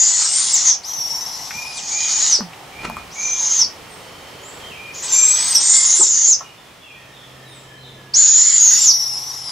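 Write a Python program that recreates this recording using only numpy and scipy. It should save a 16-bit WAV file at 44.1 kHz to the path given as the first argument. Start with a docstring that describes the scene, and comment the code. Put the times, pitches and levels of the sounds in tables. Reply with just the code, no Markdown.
"""Owlets beg in a plywood aviary with long hissing screeches that overlap. Every screech slides up, is held,
then flares and falls away: two unsteady whistles, one from each side of the syrinx, beat inside a rush of air.
One owlet kicks off its perch, which booms; its wings rustle and puff, and short bursts knock on wood. Beyond
the walls wild birds whistle, slur and blur into bands of noise, the background rush rises and falls in level,
and a far motor hums. Everything inside also rings from the plywood as a short, dull reverberation."""
import sys
import numpy as np
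from scipy import signal
from scipy.fft import rfft, irfft, next_fast_len
from scipy.io import wavfile
from scipy.ndimage import uniform_filter1d, minimum_filter1d, map_coordinates

SR = 44100
rng = np.random.default_rng(int(sys.argv[2]) if len(sys.argv) > 2 else 0)


def inscribe(sig):
    """Save sig as 16-bit PCM at rate SR to the path in sys.argv[1].

    A 1-D sig is mono; a 2-D sig holds one channel per row.
    Samples are clipped to [-1, 1] before scaling.
    """
    pcm = np.round(np.clip(np.atleast_2d(sig).T, -1, 1) * 32767)
    wavfile.write(sys.argv[1], SR, pcm.astype(np.int16))


N = 419391

# The held part of each screech: time_s, pitch_hz, relative whistle_db
OPENING_SQUEAL = [(0.088, 7686, -24), (0.268, 8240, -27), (0.354, 8520, -17), (0.503, 8970, -24.5)]
OPENING_RASP = [(0, 6850, -10), (.2, 6950, -19.5), (.28, 7600, -27), (.37, 7050, -20.5), (.53, 7250, -30.5),
                (.63, 6850, -19)]
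THIN_WHINE = [(0.87, 5890, -28.5), (.99, 5590, -24), (1.15, 5540, -25), (1.42, 5434, -34),
              (1.63, 5480, -38), (1.75, 4860, -42)]
PERCH_RASP = [(1.78, 7690, -56), (1.85, 6700, -32), (1.92, 6514, -23), (2.28, 6830, -16.5)]
FLOOR_RASP = [(3.16, 6530, -35.5), (3.24, 6110, -19.5), (3.32, 6276, -23), (3.57, 6515, -15.5)]
LOW_RASP = [(4.96, 7010, -35), (5.06, 6260, -36), (5.14, 6040, -17), (5.35, 6070, -20.5), (5.41, 6360, -30),
            (5.532, 6310, -31)]
RISING_SQUEAL = [(5.05, 8170, -25), (5.09, 7550, -30), (5.13, 7210, -12.5), (5.18, 7380, -8.5),
                 (5.44, 8013, -19), (5.73, 8600, -18), (5.85, 9050, -26.5), (5.98, 9430, -28)]
WAVERING_RASP = [(5.63, 6940, -26), (5.71, 6900, -11), (5.79, 7340, -13), (5.94, 6510, -11.5),
                 (5.99, 7480, -15.5), (6.14, 6560, -14), (6.25, 6550, -11), (6.305, 6940, -10)]
LOUD_RASP = [(8.18, 7070, -9), (8.29, 6984, -8.5), (8.54, 7170, -11.5), (8.62, 6860, -8),
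             (8.77, 6920, -10.5), (8.81, 7610, -20.5), (8.86, 7100, -7.5)]
CLOSING_WHINE = [(8.62, 6110, -36), (8.69, 5820, -22), (8.78, 5550, -21), (8.96, 5547, -18),
                 (9.16, 5236, -25.5), (9.25, 5530, -29.5), (9.42, 5234, -31.5)]
# Reverberation among the trees: frequency_hz, t60_s
FOREST = [(1500, 1), (4000, 0.77), (9000, 0.55)]


def amp(db):
    """Decibels to gain."""
    return 10 ** (np.asarray(db) / 20)


def unit(x):
    """Scale to rms 1."""
    return x / np.sqrt(np.mean(x ** 2) + 1e-20)


def along(points, hz):
    """Read (Hz, value) points on a log frequency axis."""
    point_hz, values = np.transpose(points)
    return np.interp(np.log(hz + 1), np.log(point_hz + 1), values)


def stroke(t, start_s, end_s):
    """Progress from 0 to 1 between two times."""
    return np.clip((t - start_s) / (end_s - start_s), 0, 1)


def bell(x, centre, width):
    """A smooth swell of height 1, down to 1/e at one width from its centre."""
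    return np.exp(-((x - centre) / width) ** 2)


def add(track, s, sound):
    """Mix a sound into the track at time s; it may already be under way at time 0."""
    start = round(s * SR)
    part = sound[..., max(0, -start):N - start]
    first = max(0, start)
    track[..., first:first + part.shape[-1]] += part


def wobble(rate, size):
    """A smooth random curve through `rate` random knots a second."""
    knots = rng.standard_normal(int(size * rate / SR) + 4)
    return map_coordinates(knots, [np.arange(size) * rate / SR], mode="mirror")


def filtered(x, response):
    """Multiply the spectrum of x by a response of frequency."""
    size = x.shape[-1]
    padded = next_fast_len(size + 8192)  # room for the filter's ringing
    return irfft(rfft(x, padded) * response(np.fft.rfftfreq(padded, 1 / SR)), padded)[..., :size]


def noise(spectrum, size):
    """Coloured noise of rms 1."""
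    return unit(filtered(rng.standard_normal(size), lambda hz: amp(along(spectrum, hz))))


def phase_of(hz):
    """Running phase of a frequency curve."""
    return 2 * np.pi * np.cumsum(hz) / SR


def rasp(hz, width_hz=800, below_hz=220):
    """Chaotic vibration: a band of noise that rides just under the pitch (width in noise knots a second)."""
    phase = phase_of(hz - below_hz)
    in_phase = wobble(width_hz, len(hz)) * np.sin(phase)
    quadrature = wobble(width_hz, len(hz)) * np.cos(phase)
    return unit(in_phase + quadrature)


def echoes(x, decay, width):
    """Stereo reverberation of decaying noise, each pitch at its own rate; both channels share the mid part."""
    hz, t, z = signal.stft(rng.standard_normal((2, SR)), SR, nperseg=256)
    fading = z * amp(-60 * t / along(decay, hz)[:, None])
    mid, side = signal.istft(fading, SR, nperseg=256)[1]
    tail = np.array([mid + width * side, mid - width * side])
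    tail = np.pad(tail / np.linalg.norm(tail[0]), ((0, 0), (130, 0)))  # the tail starts 3 ms late
    return signal.fftconvolve(x[None], tail, axes=1)[:, :N]


def background(rush_db=7.0):
    """The rush of the woods, wide coloured noise, whose level rises and dips along a set curve; narrower bands
    come and go."""
    # Level of the rush over time, rush_db to be added: time_s, level_db
    rush_curve = [(0.0, -52), (2.93, -46.5), (3.6, -48), (3.97, -46.5), (5.37, -47), (5.66, -48.5),
                  (6.9, -53.5), (7.46, -52), (8.6, -55.5), (9.5, -52)]
    # Colour of the rush: frequency_hz, relative density_db
    rush_colour = [(15, -34), (25, -13.5), (113, -2), (173, -3), (209, -5.5), (457, -5.5), (666, -4.5),
                   (1270, -6), (1570, -10.5), (1950, -8), (3000, -10.5), (3340, -11.5), (4500, -16),
                   (6210, -17.5), (15500, -28.5)]
    # Stereo width of the rush: frequency_hz, side_to_mid_ratio
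    side_share = [(60, 0.103), (130, 0.087), (300, 0.49), (15000, 0.57)]
    # Passing bands, the high ones far chatter: centre_s, half_width_s, centre_hz,
    # width_hz (noise knots a second), level_db
    passing_bands = [(1.7, 1.7, 820.6, 259.4, -45), (4.5, 1.1, 457, 229, -49), (9.2, 0.51, 795, 201, -48.5),
                     (4.3, .4, 3100, 221, -50.5), (4.3, .5, 4450, 250, -57), (7.2, 0.47, 3250, 160.4, -57),
                     (7.5, .6, 3800, 160.4, -66)]
    t = np.arange(N) / SR
    db = np.interp(t, *np.transpose(rush_curve)) + rush_db + 0.606 * wobble(6.7, N)
    mid = noise(rush_colour, N)
    side = filtered(noise(rush_colour, N), lambda hz: along(side_share, hz))
    humps = 0
    for s, half_s, hz, width_hz, level_db in passing_bands:
        band = rasp(np.full(N, hz), width_hz, below_hz=0)
        humps = humps + amp(level_db) * bell(t, s, half_s) * band
    return amp(db) * np.array([mid + side, mid - side]) + humps


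def motor(middle_hz=131, rumble_db=-2.5):
    """A far motor: one wavering hum line over a dull rumble."""
    # Level of the hum: time_s, level_db
    motor_level = [(6.9, -58.5), (7.349, -49.5), (7.95, -45.5), (8.3, -53.5), (9.5, -52)]
    # Colour of the rumble: frequency_hz, relative density_db
    rumble_colour = [(30, -10), (80, 4.5), (250, 2.5), (500, 4), (900, -11), (3000, -43.5)]
    out = np.zeros(N)
    s, level_db = np.transpose(motor_level)
    db = np.interp(np.arange(s[0], s[-1], 1 / SR), s, level_db)
    size = len(db)
    line = unit(np.sin(phase_of(middle_hz + 0.53 * wobble(5.47, size))))
    hum = line * amp(wobble(8.2, size))
    add(out, s[0], amp(db) * (hum + amp(rumble_db) * noise(rumble_colour, size)))
    return out


def chorus(swell_db=4):
    """The farthest birds merge into narrow bands that swell and fade, heard only as reverberation."""
    # Far birds blurred into bands: centre_hz, level_db
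    far_bands = [(2050, -93), (2450, -66.5), (3120, -60), (4450, -72.5), (5280, -59)]
    bands = 0
    for hz, db in far_bands:
        band = rasp(np.full(N, hz), width_hz=130, below_hz=0)
        bands = bands + amp(db) * unit(amp(swell_db * wobble(3.6, N)) * band)
    return echoes(bands, FOREST, width=0.85)


def wild_birds(direct_db=-6, echo_db=-2, notes_db=11.5):
    """Pure scooped whistles and buzzy slurs are swept sines of unsteady pitch, smeared by the trees."""
    # One bird's whistles, scooping up to a held note: start_s, length_s, pitch_hz, relative level_db
    scooped_whistles = [(1.507, 0.21, 2480, -42.5), (1.905, 0.15, 2460, -40.5), (2.723, 0.18, 2450, -43),
                        (3.152, 0.15, 2425, -38), (4.738, 0.2, 2440, -44), (5.106, 0.23, 2430, -42.5),
                        (5.671, 0.16, 2120, -41)]
    # Other birds' slurs: start_s, length_s, middle_pitch_hz, slide_octaves, relative level_db
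    single_slurs = [(3.88, 0.074, 8600, -0.23, -51.5), (4.426, 0.078, 7400, 0.24, -43.5),
                    (4.59, 0.12, 3150, -0.15, -47.5), (4.7, 0.044, 2650, -0.35, -47),
                    (6.42, 0.067, 2900, -0.061, -53.5), (6.436, 0.047, 2420, -.02, -54),
                    (6.564, .05, 3515, -0.09, -56.5), (6.825, 0.13, 2556, -0.33, -50.5),
                    (7.467, 0.16, 8310, -0.53, -57.5), (7.823, 0.092, 3560, -.1, -53)]
    # Phrases of four even slurs: start_s, interval_s, length_s, first_pitch_hz, step_hz, slide_octaves,
    # relative level_db
    slur_phrases = [(6.788, .328, .12, 3297, 220.5, -0.183, -53.5),
                    (6.948, .333, 0.175, 1843, -48.5, -0.061, -57.5)]
    scoop, scoop_s = .09, 0.0403  # share of the pitch it starts below; time constant of settling
    whistle_warble, slur_warble = 0.012, .018  # pitch unsteadiness, as a share of the pitch
    slurs = list(single_slurs)
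    for s, interval_s, length_s, hz, step_hz, slide, db in slur_phrases:
        slurs += [(s + k * interval_s, length_s, hz + k * step_hz, slide, db) for k in range(4)]
    notes = []
    for s, length_s, hz, slide, db in slurs:
        sliding_hz = hz * 2 ** (slide * np.linspace(-.5, .5, int(length_s * SR)))
        notes.append((s, sliding_hz, db, slur_warble))
    for s, length_s, hz, db in scooped_whistles:
        scooping_hz = hz * (1 - scoop * np.exp(-np.arange(0, length_s, 1 / SR) / scoop_s))
        notes.append((s, scooping_hz, db, whistle_warble))
    out = np.zeros(N)
    for s, hz, db, warble in notes:
        progress = np.linspace(0, 1, len(hz))
        swell = np.sqrt(np.abs(np.sin(np.pi * progress))) * amp(2.94 * wobble(30.1, len(hz)))
        note = np.sin(phase_of(hz * (1 + warble * wobble(130, len(hz)))))
        add(out, s, amp(db + notes_db) * swell * note)
    return amp(direct_db) * out + amp(echo_db) * echoes(out, FOREST, width=0.47)


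def wings(beat_s=0.023, puff_lag_s=.045, puff_s=0.12, puff_db=-16):
    """At each beat feathers brush past, and a puff of air reaches the microphone a moment later."""
    # Wingbeats: centre_s, relative level_db
    wingbeats = [(2.838, -25.5), (2.99, -38.5)]
    # Colour of the rustle: frequency_hz, relative density_db
    feather_colour = [(18, -32), (30, -9), (1030, -4.5), (1110, -9), (1200, -1.5), (1600, -9), (2430, -7),
                      (2630, -9.5), (9390, -25), (15000, -49)]
    t = np.arange(N) / SR
    rustle = unit(noise(feather_colour, N) * amp(3.9 * wobble(150, N)))
    puff = noise([(20, -16), (60, 4.5), (200, -6), (450, -29), (2000, -69)], N)
    out = np.zeros(N)
    for s, db in wingbeats:
        brush = bell(t, s, beat_s) * rustle
        push = amp(puff_db) * bell(t, s + puff_lag_s, puff_s) * puff
        out += amp(db) * (brush + push)
    return out


def knocks(crack_db=-11, crack_t60=0.0064, hard_s=.009):
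    """Each contact is a tiny crack and a short burst in a broad, dead resonance of the wood."""
    # Talons and bodies on wood: start_s, relative level_db, centre_hz, t60_s of the burst
    contacts = [(0.976, -38, 131, .13), (1.391, -38, 113.7, .13), (1.508, -16, 1880, 0.031),
                (1.549, -33, 136, 0.16), (2.388, -22.5, 447, 0.078), (2.407, -14.5, 1060, 0.019),
                (2.531, -27, 2450, 0.075), (2.875, -28.5, 190, 0.28), (2.899, -14, 824, .005),
                (2.968, -14.5, 1120, .011), (5.993, -20.5, 365, 0.23), (6.008, -18, 950, 0.067),
                (6.282, -29.5, 437, 0.097), (6.408, -22, 1020, 0.082)]
    out, t = np.zeros(N), np.arange(SR // 3) / SR
    for s, db, centre_hz, t60 in contacts:
        burst = rng.standard_normal(len(t)) * amp(-60 * t / t60)
        width_hz = centre_hz / 2

        def resonance(hz):
            damping = 1j * hz * width_hz
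            return (damping / (centre_hz ** 2 - hz * hz + damping)) ** 2

        knock = filtered(burst, resonance)
        # Short, hard contacts crack more than soft thumps.
        hardness = min(1, hard_s / t60)
        crack = amp(crack_db - 60 * t / crack_t60) * rng.standard_normal(len(t)) * hardness
        add(out, s, amp(db) * (knock / np.abs(knock).max() + crack))
    return out


def perch(kick_s=2.405, settle_s=0.018):
    """The kicked perch booms as a decaying sine, its pitch sinking as the strain lets go."""
    # The owlet kicks off: relative level_db, start_hz, end_hz, t60_s
    thump = (-21, 253, 166, 0.24)
    db, start_hz, end_hz, t60 = thump
    out, t = np.zeros(N), np.arange(SR // 3) / SR
    hz = end_hz + (start_hz - end_hz) * np.exp(-t / settle_s)
    add(out, kick_s, amp(db - 60 * t / t60) * np.sin(phase_of(hz)))
    return out


def gesture(held, rise_s, fall_s, last_hz, flare_db, first_hiss_db, last_hiss_db,
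            hiss_attack_db=12, hiss_release_db=14):
    """Slide up, hold, flare and fall: the start time, then pitch, whistle dB and hiss dB sample by sample."""
    onset_pitch, attack_db = .6, 11.5  # starts at this share of its held pitch, this much weaker
    fall_bend = 1.2  # above 1, the closing fall gathers speed
    flare_at, flare_width = .48, 0.19  # as shares of the fall
    flare_hiss_db, release_db = 3.5, 8  # the air surges in the flare; the whistle's loss over the fall
    s, hz, db = np.transpose(held)
    t = np.arange(s[0] - rise_s, s[-1] + fall_s, 1 / SR)
    rising, falling = 1 - stroke(t, t[0], s[0]), stroke(t, s[-1], t[-1])
    pitch = np.interp(t, s, hz) * (1 - (1 - onset_pitch) * rising ** 2)
    pitch = pitch + (last_hz - hz[-1]) * falling ** fall_bend
    flare = bell(falling, flare_at, flare_width)
    held_db = np.interp(t, s, db) - attack_db * rising ** 2 - release_db * falling ** 2
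    strength = amp(held_db) + amp(flare_db) * flare * (falling > 0)
    air_db = first_hiss_db + (last_hiss_db - first_hiss_db) * stroke(t, s[0], s[-1])
    air_db = air_db - hiss_attack_db * rising ** 2 + flare_hiss_db * flare - hiss_release_db * falling ** 4
    return t[0], pitch, 20 * np.log10(strength), air_db


def whistle(hz, rough, waver_hz=26, jitter_hz=170, flutter_db=2.5):
    """One side of the syrinx: turbulence shakes its pitch and strength."""
    size = len(hz)
    waver = waver_hz * wobble(59.57, size)
    jitter = jitter_hz * np.sqrt(abs(rough)) * wobble(900, size)
    phase = phase_of(hz + waver + jitter)
    return unit(amp(flutter_db * wobble(109.3, size)) * np.sin(phase))


def octave(hz, upper_hz, line_db=-3, sum_db=-7):
    """A broad airy overtone, with faint lines at the upper voice's octave and at hz + upper_hz."""
    octave_line = amp(line_db) * whistle(2 * upper_hz, rough=0.19)
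    sum_line = amp(sum_db) * whistle(hz + upper_hz, rough=0.12)
    return unit(rasp(2 * hz, width_hz=2600, below_hz=-150) + octave_line + sum_line)


def hiss(upper_hz, throat_db, low_db, pipe_hz=977, colouring=0.94, ripple_db=0.5, drift=0.065,
         patch_db=3.0, edge_db=10, edge_hz=800, splutter_db=2, surge_db=0.92):
    """Air hisses through the windpipe, whose evenly spaced resonances drift as the neck moves."""
    # Air through the open bill, before the colouring share: frequency_hz, relative density_db
    bill_air = [(300, -48), (600, -24), (950, -12.5), (1500, -13), (2050, -12.5), (2700, -13), (3300, -5.5),
                (4300, -2), (5300, 4), (6500, 4.5), (7400, 5), (8200, -0.5), (10500, -14.5), (15000, -55.5)]
    size = len(upper_hz)
    hz, t, z = signal.stft(rng.standard_normal(size), SR, nperseg=512)
    hz = hz[:, None]

    def framed(curve):
        return np.interp(t, np.arange(size) / SR, curve)

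    spacing_hz = pipe_hz * (1 + drift * framed(wobble(5.07, size)))
    ripple = ripple_db * np.cos(2 * np.pi * hz / spacing_hz)
    # The throat's hollow varies by screech; a narrow resonance is in every hiss.
    hollow = throat_db * bell(hz, pipe_hz, 300) + 5 * bell(hz, 2050, 130)
    # Below about 4500 Hz the hiss depends on how wide the bill is open.
    gape = low_db / (1 + (hz / 4500) ** 12)
    # The hiss falls off just above the whistles, wherever they go.
    edge = edge_db * np.clip((hz - framed(upper_hz)) / edge_hz, 0, 1)
    # Random uneven patches in frequency and time roughen the hiss.
    speckle = uniform_filter1d(rng.standard_normal(z.shape), size=3, axis=0)
    patches = patch_db * unit(uniform_filter1d(speckle, size=14, axis=1))
    db = colouring * (along(bill_air, hz) - edge) + ripple + hollow + gape + patches
    air = signal.istft(z * amp(db), SR, nperseg=512)[1][:size]
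    return unit(air * amp(splutter_db * wobble(420, size) + surge_db * wobble(37.5, size)))


def owlets(glide_hz_per_s=26000):
    """Two beating whistles, their rasp, an airy overtone and a spluttering hiss make each screech."""
    # One screech a row: held_part, rise_s, fall_s, last_hz, flare_db, first_hiss_db, last_hiss_db,
    # second_voice_offset_hz, second_voice_db, octave_db, roughness (0-1), throat_hollow_db, low_hiss_db,
    # left_minus_right_db; levels are relative
    screeches = [ (OPENING_SQUEAL, 0.041, .092, 4500, -9, -55, -38, 540, -9.5, -35.5, 0.018, 0, 2, 1.4),
                 (OPENING_RASP, .03, .13, 5150, -10, -27.5, -28, 400, -2.5, -48.5, 0.266, .5, 0, 1.61),
                 (THIN_WHINE, .04, .07, 1700, -30.5, -45, -42, 500, -3.5, -15.5, 0.019, 12.6, 1, 5.2),
                 (PERCH_RASP, 0.055, .11, 4200, -14, -39, -26.5, 260, -4, -48.5, .16, 1.8, 0, -.3),
                 (FLOOR_RASP, .06, .088, 4400, -14.5, -45.5, -32.5, 590, -8, -38, 0.22, 6.7, 2.7, -0.37),
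                 (LOW_RASP, .03, .066, 4500, -7.5, -43.5, -29.5, 350, -8.5, -24.5, 0.26, 3.6, 1, 0),
                 (RISING_SQUEAL, 0.037, .09, 4400, -7, -37.5, -41.5, 140, -16.5, -51.5, 0.0046, 5.7, 12, 2),
                 (WAVERING_RASP, .04, .05, 4600, -19, -26.5, -30.5, 440, -2.1, -50, 0.32, 0.92, -4, -.7),
                 (LOUD_RASP, .046, .064, 4300, -21, -28.5, -29, -320, -1, -55.5, 0.13, -5.5, 0, -0.96),
                 (CLOSING_WHINE, .03, .16, 4450, -41, -40.5, -44.5, 390, -1.1, -16, 0.024, 12, -1, 5), ]
    wander_hz, wander_per_s = 38, 16  # slow drift of the held pitch
    rough_growth = .6  # how strongly roughness follows the airflow
    slack_octave_db = 10  # the overtone gains this much as the syrinx slackens
    edge_s = .006  # fade at either end
    out = np.zeros((2, N))
    for *shape, offset_hz, second_db, octave_db, rough, throat_db, low_db, pan_db in screeches:
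        s, hz, whistle_db, hiss_db = gesture(*shape)
        hz = hz + wander_hz * wobble(wander_per_s, len(hz))
        upper_hz = hz + np.maximum(offset_hz, 0)
        # In the closing fall the syrinx relaxes into one cleaner whistle.
        falling = uniform_filter1d(np.maximum(-np.gradient(hz) * SR, 0), size=800)
        tension = 1 / (1 + (falling / glide_hz_per_s) ** 2)
        airflow = amp(rough_growth * (hiss_db - hiss_db.max()))
        rough = np.clip(rough * airflow, 0, 1) * tension
        first_voice = whistle(hz, rough)
        second_voice = amp(second_db) * np.sqrt(tension) * whistle(hz + offset_hz, rough)
        voices = unit(first_voice + second_voice)
        tone = amp(whistle_db) * (np.sqrt(1 - rough) * voices + np.sqrt(rough) * rasp(hz))
        # The airy overtone draws on both the whistle and the airflow.
        overtone_db = octave_db + slack_octave_db * (1 - tension) + (whistle_db + hiss_db) / 2 + 10.0
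        overtone = amp(overtone_db) * octave(hz, upper_hz)
        air = amp(hiss_db + 9) * np.sqrt(tension) * hiss(upper_hz, throat_db, low_db)
        edges = signal.windows.tukey(len(hz), 2 * edge_s * SR / len(hz))
        pan = amp([[pan_db / 2], [-pan_db / 2]])
        add(out, s, edges * (tone + overtone + air) * pan)
    return out


def scene():
    """The owlets sound inside the plywood walls, the rest comes through the slats, slightly to the right."""
    # Reverberation of the plywood walls: frequency_hz, t60_s
    plywood_decay = [(150, 0.1), (1000, 0.15), (6000, 0.21), (14000, 0.011)]
    inside = owlets() + perch() + knocks() + wings()
    outside = wild_birds() + chorus() + background() + motor()
    walls = amp(-9) * echoes(inside.mean(axis=0), plywood_decay, width=0.52)
    return amp(-1.94) * inside + walls + outside * amp([[-.5], [.5]])


def record(dry, top_hz=15750):
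    """A fast limiter turns down peaks near full scale; nothing is kept above the band limit."""
    needed = np.minimum(1, .98 / (np.abs(dry).max(axis=0) + 1e-9))
    gain = uniform_filter1d(minimum_filter1d(needed, size=200), size=150)
    return filtered(dry * gain, lambda hz: hz < top_hz)


dry = scene()
out = record(dry)
inscribe(out)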